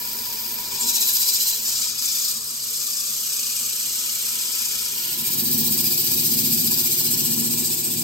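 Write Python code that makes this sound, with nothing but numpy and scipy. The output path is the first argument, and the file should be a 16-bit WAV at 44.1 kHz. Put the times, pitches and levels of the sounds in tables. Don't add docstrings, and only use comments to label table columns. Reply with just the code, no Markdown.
import sys
import numpy as np
from scipy import signal
from scipy.fft import rfft, irfft, next_fast_len
from scipy.io import wavfile

SR = 44100
rng = np.random.default_rng(int(sys.argv[2]) if len(sys.argv) > 2 else 0)


def wav_out(sig):
    wavfile.write(sys.argv[1], SR, np.round(np.clip(np.atleast_2d(sig).T, -1, 1) * 32767).astype(np.int16))


N = 354123
TIME = np.arange(N) / SR
FREQ = np.arange(N // 2 + 1) * SR / N
SPINDLE_HZ = 15.15


def undb(db):
    return np.exp(np.asarray(db) * (np.log(10) / 20))


def unit(x):
    return x / np.sqrt(np.mean(x ** 2))


def curves(table):
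    s, *columns = np.transpose(table)
    return [np.interp(TIME, s, column) for column in columns]


def spectra(table):
    hz, *columns = np.transpose(table)
    return [np.interp(np.log(FREQ + 1), np.log(hz), column) for column in columns]


def shape(x, response):
    size = next_fast_len(N)
    bins_hz = np.arange(size // 2 + 1) * SR / size
    return irfft(rfft(x, size) * np.interp(bins_hz, FREQ, response), size)[..., :N]


def mode(hz, width_hz):
    damping = 1j * FREQ * width_hz
    return damping / (hz ** 2 - FREQ ** 2 + damping)


def noise():
    return rng.standard_normal(N)


def walk(rate):
    knots = rng.standard_normal(4096)
    return unit(np.interp(TIME * rate, np.arange(len(knots)), knots))


def ramp(start_s, length_s):
    return np.clip((TIME - start_s) / length_s, 0, 1)


def bump(centre_s, half_s):
    return np.exp(-np.minimum(((TIME - centre_s) / half_s) ** 2, 20))


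# start t/s, end t/s, attack/s, release/s, hiss level/dB above a light touch,
# angle of the high spot/turns, drift of that angle/turns per s, once-a-turn throb/dB, twice-a-turn throb/dB
HAND_PRESSES = [(.765, 1.625, .11, .125, 8.9, .45, .07, 2.6, .2),
                (1.56, 1.98, .12, .13, 8.4, .88, 0, 0, .5), (1.93, 2.34, .1, .035, 7.4, .92, 0, .5, 1.6),
                (2.31, 5.25, .48, .45, 5.0, .775, 0, .2, 1.5),
                (5.11, 8.55, .45, 1.45, 6.5, .715, .13, 2.75, .95)]


def pressing():
    return np.max([db * ramp(start, attack) * (1 - ramp(end - release, release))
                   for start, end, attack, release, db, *_ in HAND_PRESSES], axis=0)


TOUCH_ANGLE, TOUCH_ONCE_DB, TOUCH_TWICE_DB = 0.16, 1, 0.7


def runout(settle_s=0.083):
    state = np.array([[TOUCH_ANGLE], [TOUCH_ONCE_DB], [TOUCH_TWICE_DB]])
    for start, _, _, _, _, angle, drift, once_db, twice_db in HAND_PRESSES:
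        held = np.array(np.broadcast_arrays(angle + drift * (TIME - start), once_db, twice_db))
        state = state + (held - state) * ramp(start - settle_s / 2, settle_s)
    return state


# centre of band f/Hz, share of the throb (0-1)
THROB_SHARES = [(1500, 0.15), (3000, 0.36), (5000, 0.77), (7500, 0.88), (13000, 0.99)]


def grit(figure_db=0.74, flutter_db=0.64, grain_db=2.5, shift_db=0.36):
    angle, once_db, twice_db = runout()
    turn = SPINDLE_HZ * TIME - angle
    throb_db = once_db * np.cos(2 * np.pi * turn) - twice_db * np.cos(4 * np.pi * turn)
    marks = rng.standard_normal(size=24)
    steps = unit(marks - np.roll(marks, 1))
    figure = np.interp(turn, np.arange(len(marks)) / len(marks), steps, period=1)
    grains = unit(noise() * undb(grain_db * noise()))
    grains = grains * undb(figure_db * figure + flutter_db * walk(260))
    centres, shares = np.transpose(THROB_SHARES)
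    bands = spectra(np.column_stack([centres, np.eye(len(centres))]))
    scratch = 0
    for band, share in zip(bands, shares):
        scratch = scratch + shape(grains, band) * undb(share * throb_db + shift_db * walk(30))
    return unit(scratch)


GRIP_COLOURS = [(760, -17, -27.5, -29.5, -26.5), (1420, -14, -20, -18, -23), (2080, -16.5, -23, -21.5, -23),
                (2860, -12, -12.5, -9.5, -12.5), (3460, -7.5, -7.5, -7.5, -10.5),
                (4100, -7.5, -6, -5.5, -6), (4860, -0.5, 0, 0, -2.5), (6620, -6, -3, -1.5, -7.5),
                (6960, -5.5, -0.5, -2, -8), (8610, -3, -1.5, 1.5, -0.5), (9960, -17, -9.5, -7, -10),
                (11280, 1, -2, -1, -1.5), (13300, -5.5, -4.5, -4.5, -3), (15500, 0, -6, -7.5, 0)]
# t/s, grip number (0-3, as above)
GRIP_CHANGES = [(.71, 0), (.82, 1), (2.3, 1), (2.4, 2), (4.95, 2), (5.42, 3)]
# f/Hz, width/Hz, lift level/dB
WALL_RESONANCES = [(1713, 86, 5.5), (1900, 68, -1.5), (2136, 63, 2.5), (2437, 187, 9), (2690, 120, -7),
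                   (2863, 126, 3), (3176, 150, 2.5), (4080, 140, 2.5), (4250, 130, -2), (4880, 110, 1),
                   (5100, 170, 0.5)]
# t/s, level/dB relative to the hiss
TREBLE_LEVEL = [(0, -0.5), (.5, -0.5), (.84, -5.5), (1.15, 0.5), (1.35, -3), (1.6, -2), (1.8, -8),
                (2.2, -5), (2.5, -5.5), (2.9, -4), (4.5, -3.5), (5.4, -2), (7.3, -3.5), (8.03, -3.5)]
TOUCH_DB = -31.5
COARSE_DB, COARSE_LOSS, COARSE_BOTTOM_DB, COARSE_OUTSIDE_DB = -8, 0.35, -7.5, -1


def sanding(scratch, near, depth, grip_db=(0, 0, 0, 0), coarse_hz=3550, fine_hz=10500, depth_power=3.8):
    press_db = pressing()
    coarse_db = COARSE_DB - COARSE_LOSS * press_db
    coarse_db = coarse_db + COARSE_BOTTOM_DB * depth ** depth_power + COARSE_OUTSIDE_DB * near
    fine_db = curves(TREBLE_LEVEL)[0]
    grip = curves(GRIP_CHANGES)[0]
    wall = 1 + sum((undb(db) - 1) * np.abs(mode(hz, width)) ** 2 for hz, width, db in WALL_RESONANCES)
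    below = 1 / (1 + (FREQ / coarse_hz) ** 10)
    above = 1 - 1 / (1 + (FREQ / fine_hz) ** 10)
    core = (FREQ > 4000) & (FREQ < 8800)
    out = 0
    for k, colour_db in enumerate(spectra(GRIP_COLOURS)):
        share = np.clip(1 - np.abs(grip - k), 0, 1)
        colour = undb(colour_db) * wall
        hiss = shape(scratch, colour / np.sqrt(np.mean(core * colour ** 2)))
        for band, tilt_db in (below, coarse_db), (above, fine_db):
            tilt_gain = undb(tilt_db - np.average(tilt_db, weights=share))
            hiss = hiss + shape(hiss, band) * (tilt_gain - 1)
        out = out + hiss * np.sqrt(share) * undb(grip_db[k])
    return out * undb(TOUCH_DB + press_db)


# t/s, lift level/dB
SHEEN_LIFT = [(0, -1.5), (.5, -3.5), (.7, 1), (.9, -1.5), (1.4, -0.5), (2.3, -1.5), (3.5, 1), (4.6, 1),
              (5.2, -3.5), (5.9, 0.5), (6.4, 2), (7.1, 1.2), (7.7, 5.5)]
SHEEN_HZ, SHEEN_WIDTH_HZ = 7640, 1600
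# t/s, lift level/dB
RASP_LIFT = [(0, 0), (.7, 0.5), (.95, -3.5), (1.25, 0.5), (1.8, 1), (2.3, -0.5), (2.5, 3), (2.75, -0.5),
             (3.1, -1), (4.5, 0), (7, 1), (8, -2)]
RASP_HZ, RASP_WIDTH_HZ = 4930, 690


def sheen(hiss):
    out = hiss
    for lift, hz, width in (SHEEN_LIFT, SHEEN_HZ, SHEEN_WIDTH_HZ), (RASP_LIFT, RASP_HZ, RASP_WIDTH_HZ):
        out = out + shape(hiss, np.abs(mode(hz, width)) ** 2) * (undb(curves(lift)[0]) - 1)
    return out


# t/s, half length/s, centre f/Hz, width/Hz, level/dB
EDGE_SCUFFS = [(.822, 0.021, 7400, 1100, -23), (.885, .024, 7500, 1400, -24), (.889, .024, 5770, 1000, -25),
               (.955, 0.022, 6400, 1200, -27), (1.016, 0.014, 7650, 1800, -25),
               (1.286, .018, 4960, 1408, -21.5), (1.352, .02, 4920, 1200, -23.5),
               (1.818, .005, 6000, 4000, -27), (2.058, .007, 7300, 3000, -22),
               (2.127, .006, 7000, 4000, -25), (2.198, .007, 6500, 4000, -23.5),
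               (2.255, 0.011, 5100, 1600, -22.5)]


def scuffs():
    rasp = noise()
    return sum(unit(shape(rasp, mode(hz, width) ** 2)) * undb(db) * bump(s, half_s)
               for s, half_s, hz, width, db in EDGE_SCUFFS)


# t/s, level/dB
SINGING_LEVEL = [(.72, -69), (.86, -35), (1.1, -34.5), (1.3, -36), (1.55, -35), (1.66, -68)]
SING_HZ = 4010


def singing(scratch, width_hz=310):
    level_db = curves(SINGING_LEVEL)[0]
    return unit(shape(scratch, mode(SING_HZ, width_hz) ** 2)) * undb(level_db)


# t/s, starting level/dB of the fading click
GRAIN_SNAPS = [(.070, -15), (0.133, -10)]


def ticks(ring_hz=12500, decay_s=.00025):
    out = np.zeros(N)
    for s, db in GRAIN_SNAPS:
        age = np.maximum(TIME - s, 0)
        out += undb(db) * np.exp(-age / decay_s) * np.sin(2 * np.pi * ring_hz * age)
    return out


# t/s, lift level/dB
RING_FLARES = [(.83, 4.5), (1.47, 3), (2.09, 9), (4.48, 6.5)]
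FLARE_S = 0.051
RING_RIM_DB, RING_BOTTOM_DB, RING_OUTSIDE_DB = -43.5, -24, -3
HOLLOW_OPEN_HZ, HOLLOW_CLOSED_HZ, HOLLOW_DB = 1447, 1173, -52


def bowl(scratch, near, depth, ring_hz=953, ring_width_hz=58, skirt_hz=520, low_hz=382, low_db=-12,
         damped_hz=952, damped_width_hz=175, hollow_width_hz=115):
    free = unit(shape(scratch, mode(ring_hz, ring_width_hz) * mode(ring_hz, skirt_hz)))
    free = free + undb(low_db) * unit(shape(scratch, mode(low_hz, 42) ** 2))
    damped = unit(shape(scratch, mode(damped_hz, damped_width_hz) ** 2))
    flare_db = sum(db * bump(s, FLARE_S) for s, db in RING_FLARES)
    ring_db = flare_db + RING_RIM_DB + RING_BOTTOM_DB * depth + RING_OUTSIDE_DB * near
    ring = (free * (1 - near) + damped * near) * undb(ring_db)
    air_hz = HOLLOW_OPEN_HZ + (HOLLOW_CLOSED_HZ - HOLLOW_OPEN_HZ) * depth
    sway = shape(np.array([noise(), noise()]), 1 / (1 + (FREQ / hollow_width_hz) ** 2))
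    cycle = 2 * np.pi * np.cumsum(air_hz) / SR
    air = unit(sway[0] * np.cos(cycle) + sway[1] * np.sin(cycle))
    hand_inside = np.interp(TIME, [1.55, 1.8, 4.9, 5.3], [0, 1, 1, 0])
    return ring + air * hand_inside * undb(HOLLOW_DB)


# t/s, level/dB
SWELL_CRESTS = [(4.5, 1), (5.53, 0.5), (6.5, -0.5), (7.38, 0.5), (8.2, -0.5)]
SWELL_DEPTH = .66


def beat():
    times, crest_db = np.transpose(SWELL_CRESTS)
    cycle = np.interp(TIME, times, np.arange(len(times)))
    return np.abs(1 + SWELL_DEPTH * np.exp(2j * np.pi * cycle)) * undb(np.interp(TIME, times, crest_db))


def tone(hz, waver=0.18):
    return np.sqrt(2) * np.sin(2 * np.pi * (hz * TIME + rng.random()) + waver * walk(3))


# f/Hz, width/Hz, level/dB
HOUSING_RESONANCES = [(332.5, 15, 3), (372, 37, -11), (445, 26, 5.5), (552, 140, -8)]
# multiple of the lap rate, level/dB before the swell
BELT_HARMONICS = [(9, -47), (10, -51), (11, -61), (12, -44.5), (13, -47.5), (14, -47.5), (15, -59),
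                  (20, -47.5), (21, -52.5), (22, -56), (23, -52), (24, -52), (34, -63), (38, -61)]
BELT_HZ = 12.326
# f/Hz, level/dB
WHINE_TONES = [(318.3, -49.5), (330.5, -52.5), (342.8, -57), (354.9, -45.5), (367.2, -49.5), (379.4, -52.5),
               (441.4, -60.5), (453.7, -55)]
MOTOR_HZ, MOTOR_DB, MOTOR_FAR_DB = 742, -53, -19.5
RUMBLE_RIM_DB, RUMBLE_BOTTOM_DB, RUMBLE_NEAR_DB = -53.5, -4, -53
DRONE_RIM_DB, DRONE_BOTTOM_DB, DRONE_NEAR_DB = -51, -4, -36
SHUDDER_HZ, SHUDDER_WIDTH_HZ, SHUDDER_RIM_DB, SHUDDER_BOTTOM_DB = 78, 85, -58, -16
JOLT_S, JOLT_ATTACK_S, JOLT_DECAY_S, JOLT_DRONE_DB, JOLT_RUMBLE_DB = 0.816, 0.036, 0.049, -40.5, -52


def lathe(near, depth, drone_power=1.64, whine_power=0.93, upper_db=-7, hum_hz=144, hum_db=-60.0,
          churn_db=-47, whine_far_db=-32, waver=0.33, steadying=0.23, belt_swell=.35, churn_swell=0.76):
    swell = beat()
    shaken = (1 - near) * undb(-steadying * pressing())
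    jolt_decay = np.exp(-np.maximum(TIME - JOLT_S - JOLT_ATTACK_S, 0) / JOLT_DECAY_S)
    jolt = ramp(JOLT_S, JOLT_ATTACK_S) * jolt_decay
    rumble_gain = shaken * undb(RUMBLE_RIM_DB + RUMBLE_BOTTOM_DB * depth)
    rumble_gain = rumble_gain + near * undb(RUMBLE_NEAR_DB) + jolt * undb(JOLT_RUMBLE_DB)
    drone_gain = shaken * undb(DRONE_RIM_DB + DRONE_BOTTOM_DB * depth)
    drone_gain = drone_gain + near ** drone_power * swell * undb(DRONE_NEAR_DB) + jolt * undb(JOLT_DRONE_DB)
    housing_colour = sum(undb(db) * np.abs(mode(hz, width)) ** 2 for hz, width, db in HOUSING_RESONANCES)
    housing = unit(shape(noise(), housing_colour))
    hum = undb(hum_db) * (tone(hum_hz, waver=1.2) + 0.57 * unit(shape(noise(), mode(hum_hz, 31) ** 2)))
    resonant = tone(19 * BELT_HZ) + .3 * tone(18 * BELT_HZ, .6) + .25 * tone(17 * BELT_HZ, .4)
    frame_colour = np.abs(mode(221.6, 32)) ** 2 + undb(upper_db) * np.abs(mode(253, 47)) ** 2
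    frame = unit(shape(noise(), frame_colour)) * (1 - 0.35 * near) + 0.62 * near * resonant
    belt = sum(undb(db) * tone(np.round(k) * BELT_HZ, waver) for k, db in BELT_HARMONICS)
    churn = undb(churn_db) * swell ** churn_swell * unit(shape(noise(), mode(143, 86) ** 2))
    whine_share = near ** whine_power
    whine = sum(undb(db) * tone(hz, waver=0.1) for hz, db in WHINE_TONES)
    whine = whine * np.maximum(whine_share, undb(whine_far_db))
    motor = undb(MOTOR_DB) * tone(MOTOR_HZ, waver=0.05) * np.maximum(whine_share, undb(MOTOR_FAR_DB))
    shudder = unit(shape(noise(), mode(SHUDDER_HZ, SHUDDER_WIDTH_HZ) ** 2))
    shudder = shudder * shaken * undb(SHUDDER_RIM_DB + SHUDDER_BOTTOM_DB * depth)
    belt_drive = near * (belt * swell ** belt_swell + churn)
    return housing * rumble_gain + shudder + hum + frame * drone_gain + belt_drive + whine + motor


# f/Hz, level/dB
SHOP_COLOUR = [(20, -24), (45, 3), (100, 3), (190, -7), (300, -19), (550, -0.5), (800, -11.5), (2000, -5),
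               (8000, -52)]


def workshop(shop_db=-56.2, side_db=-15, swell_db=-58):
    colour = undb(spectra(SHOP_COLOUR)[0])
    mid, side = (unit(shape(noise(), colour)) for _ in range(2))
    swell_gain = np.interp(TIME, [1.6, 1.7, 1.95, 2.1], [0.17, 1, 0.77, 0.0037])
    swell = unit(shape(noise(), mode(42, 40) ** 2)) * swell_gain
    background = mid + undb(side_db) * side * np.array([[1], [-1]])
    return undb(shop_db) * background + undb(swell_db) * swell


def reflections(x, t60_s):
    t = TIME[:SR // 3]
    echoes = rng.standard_normal(len(t)) * np.exp(-np.log(1000) * t / t60_s)
    return signal.fftconvolve(x, echoes / np.linalg.norm(echoes))[:N]


# f/Hz, phase lead of the left/radians, share of direct sound (0-1), left minus right level/dB
PORTS_AT_HOLLOW = [(200, -1, .8, 0), (1280, 0.23, .4, 2), (3000, 1.8, 0.46, 1), (3800, 2.16, 0.1, 4),
                   (4200, 0.5, 0.5, 1.5), (4900, 0.4, 0.68, 7), (5640, -1, 0.4, 5.5), (7160, 0, 0.9, -0.7),
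                   (8370, -0.9, 0.52, 5), (8920, -2.5, 0.7, 0.5), (9230, -3, 1, -1), (10770, -3.5, 1, 0),
                   (11200, -4, 0.74, 0.5), (11930, -5, .65, -0.5), (12800, -6, .98, 0), (14600, -8, .98, 0),
                   (15400, -8, .55, 0)]
PORTS_AT_HEADSTOCK = [(200, 0, 0.65, 1), (1280, .3, 0.42, 0.5), (3500, 1.67, 0.2, 2), (5000, 1.15, .25, 11),
                      (6100, 3, .1, 4.5), (7150, 0.5, 0.61, 3.5), (8370, -1.4, 0.55, 2.1),
                      (8870, -2.5, 0.83, 1), (9220, -3, 1, -1), (10780, -3.5, 1, 1), (11170, -4, 0.73, -1),
                      (12100, -5.5, .7, 0.5), (12800, -6, 0.94, -1), (14300, -7.5, .98, 1),
                      (15400, -8, .7, -1)]


def ports(x, near, t60_s=0.082, swing=1.22, drift=1.41):
    wobble = swing * np.sin(2 * np.pi * SPINDLE_HZ * TIME)
    places = (spectra(PORTS_AT_HOLLOW), 1 - near), (spectra(PORTS_AT_HEADSTOCK), near)
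    out = np.zeros((2, N))
    for channel, sign in enumerate((1, -1)):
        facing = wobble + drift * walk(3)
        scattered = reflections(x, t60_s) * np.cos(facing) + reflections(x, t60_s) * np.sin(facing)
        for (lead, direct, pan_db), share in places:
            direct = np.clip(direct, 0, 1)
            pan = np.sqrt(2 / (1 + undb(-2 * sign * pan_db)))
            straight = shape(x, pan * np.sqrt(direct) * np.exp(.5j * sign * lead))
            bounced = shape(scattered, pan * np.sqrt(1 - direct))
            out[channel] += share * (straight + bounced)
    return out


def across_room(x, lag_s=0.0004, pan_db=1.2, room_db=-9, wide_hz=480, t60_s=0.14):
    side = shape(reflections(x, t60_s), undb(room_db) * np.minimum(FREQ / wide_hz, 1))
    return np.array([shape(x, undb(sign * pan_db / 2) * np.exp(1j * np.pi * sign * FREQ * lag_s)) + sign * side
                     for sign in (1, -1)])


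# t/s, share (0-1)
HEADSTOCK_VIEW = [(4.9, 0), (5.09, 0.32), (5.27, 0.41), (5.5, 1)]
# t/s, depth (0 at the rim to 1 at the bottom)
HAND_DEPTH = [(0, 0.2), (.9, 0.045), (1.35, 0.382), (1.9, 0.64), (2.25, 0.76), (2.4, 1), (3.0, 0.93),
              (3.75, 0.73), (4.5, 0.47), (5.3, 0.34)]


def scene():
    near = np.clip(curves(HEADSTOCK_VIEW)[0], 0, 1)
    depth = np.clip(curves(HAND_DEPTH)[0], 0, 1)
    scratch = grit()
    paper = sheen(sanding(scratch, near, depth)) + scuffs() + singing(scratch) + ticks()
    rubbing = paper + bowl(scratch, near, depth)
    return ports(rubbing, near) + across_room(lathe(near, depth)) + workshop()


TOP_HZ = 15740


def record(dry):
    return signal.sosfilt(signal.ellip(10, .2, 80, TOP_HZ, fs=SR, output="sos"), dry)


dry = scene()
out = record(dry)
wav_out(out)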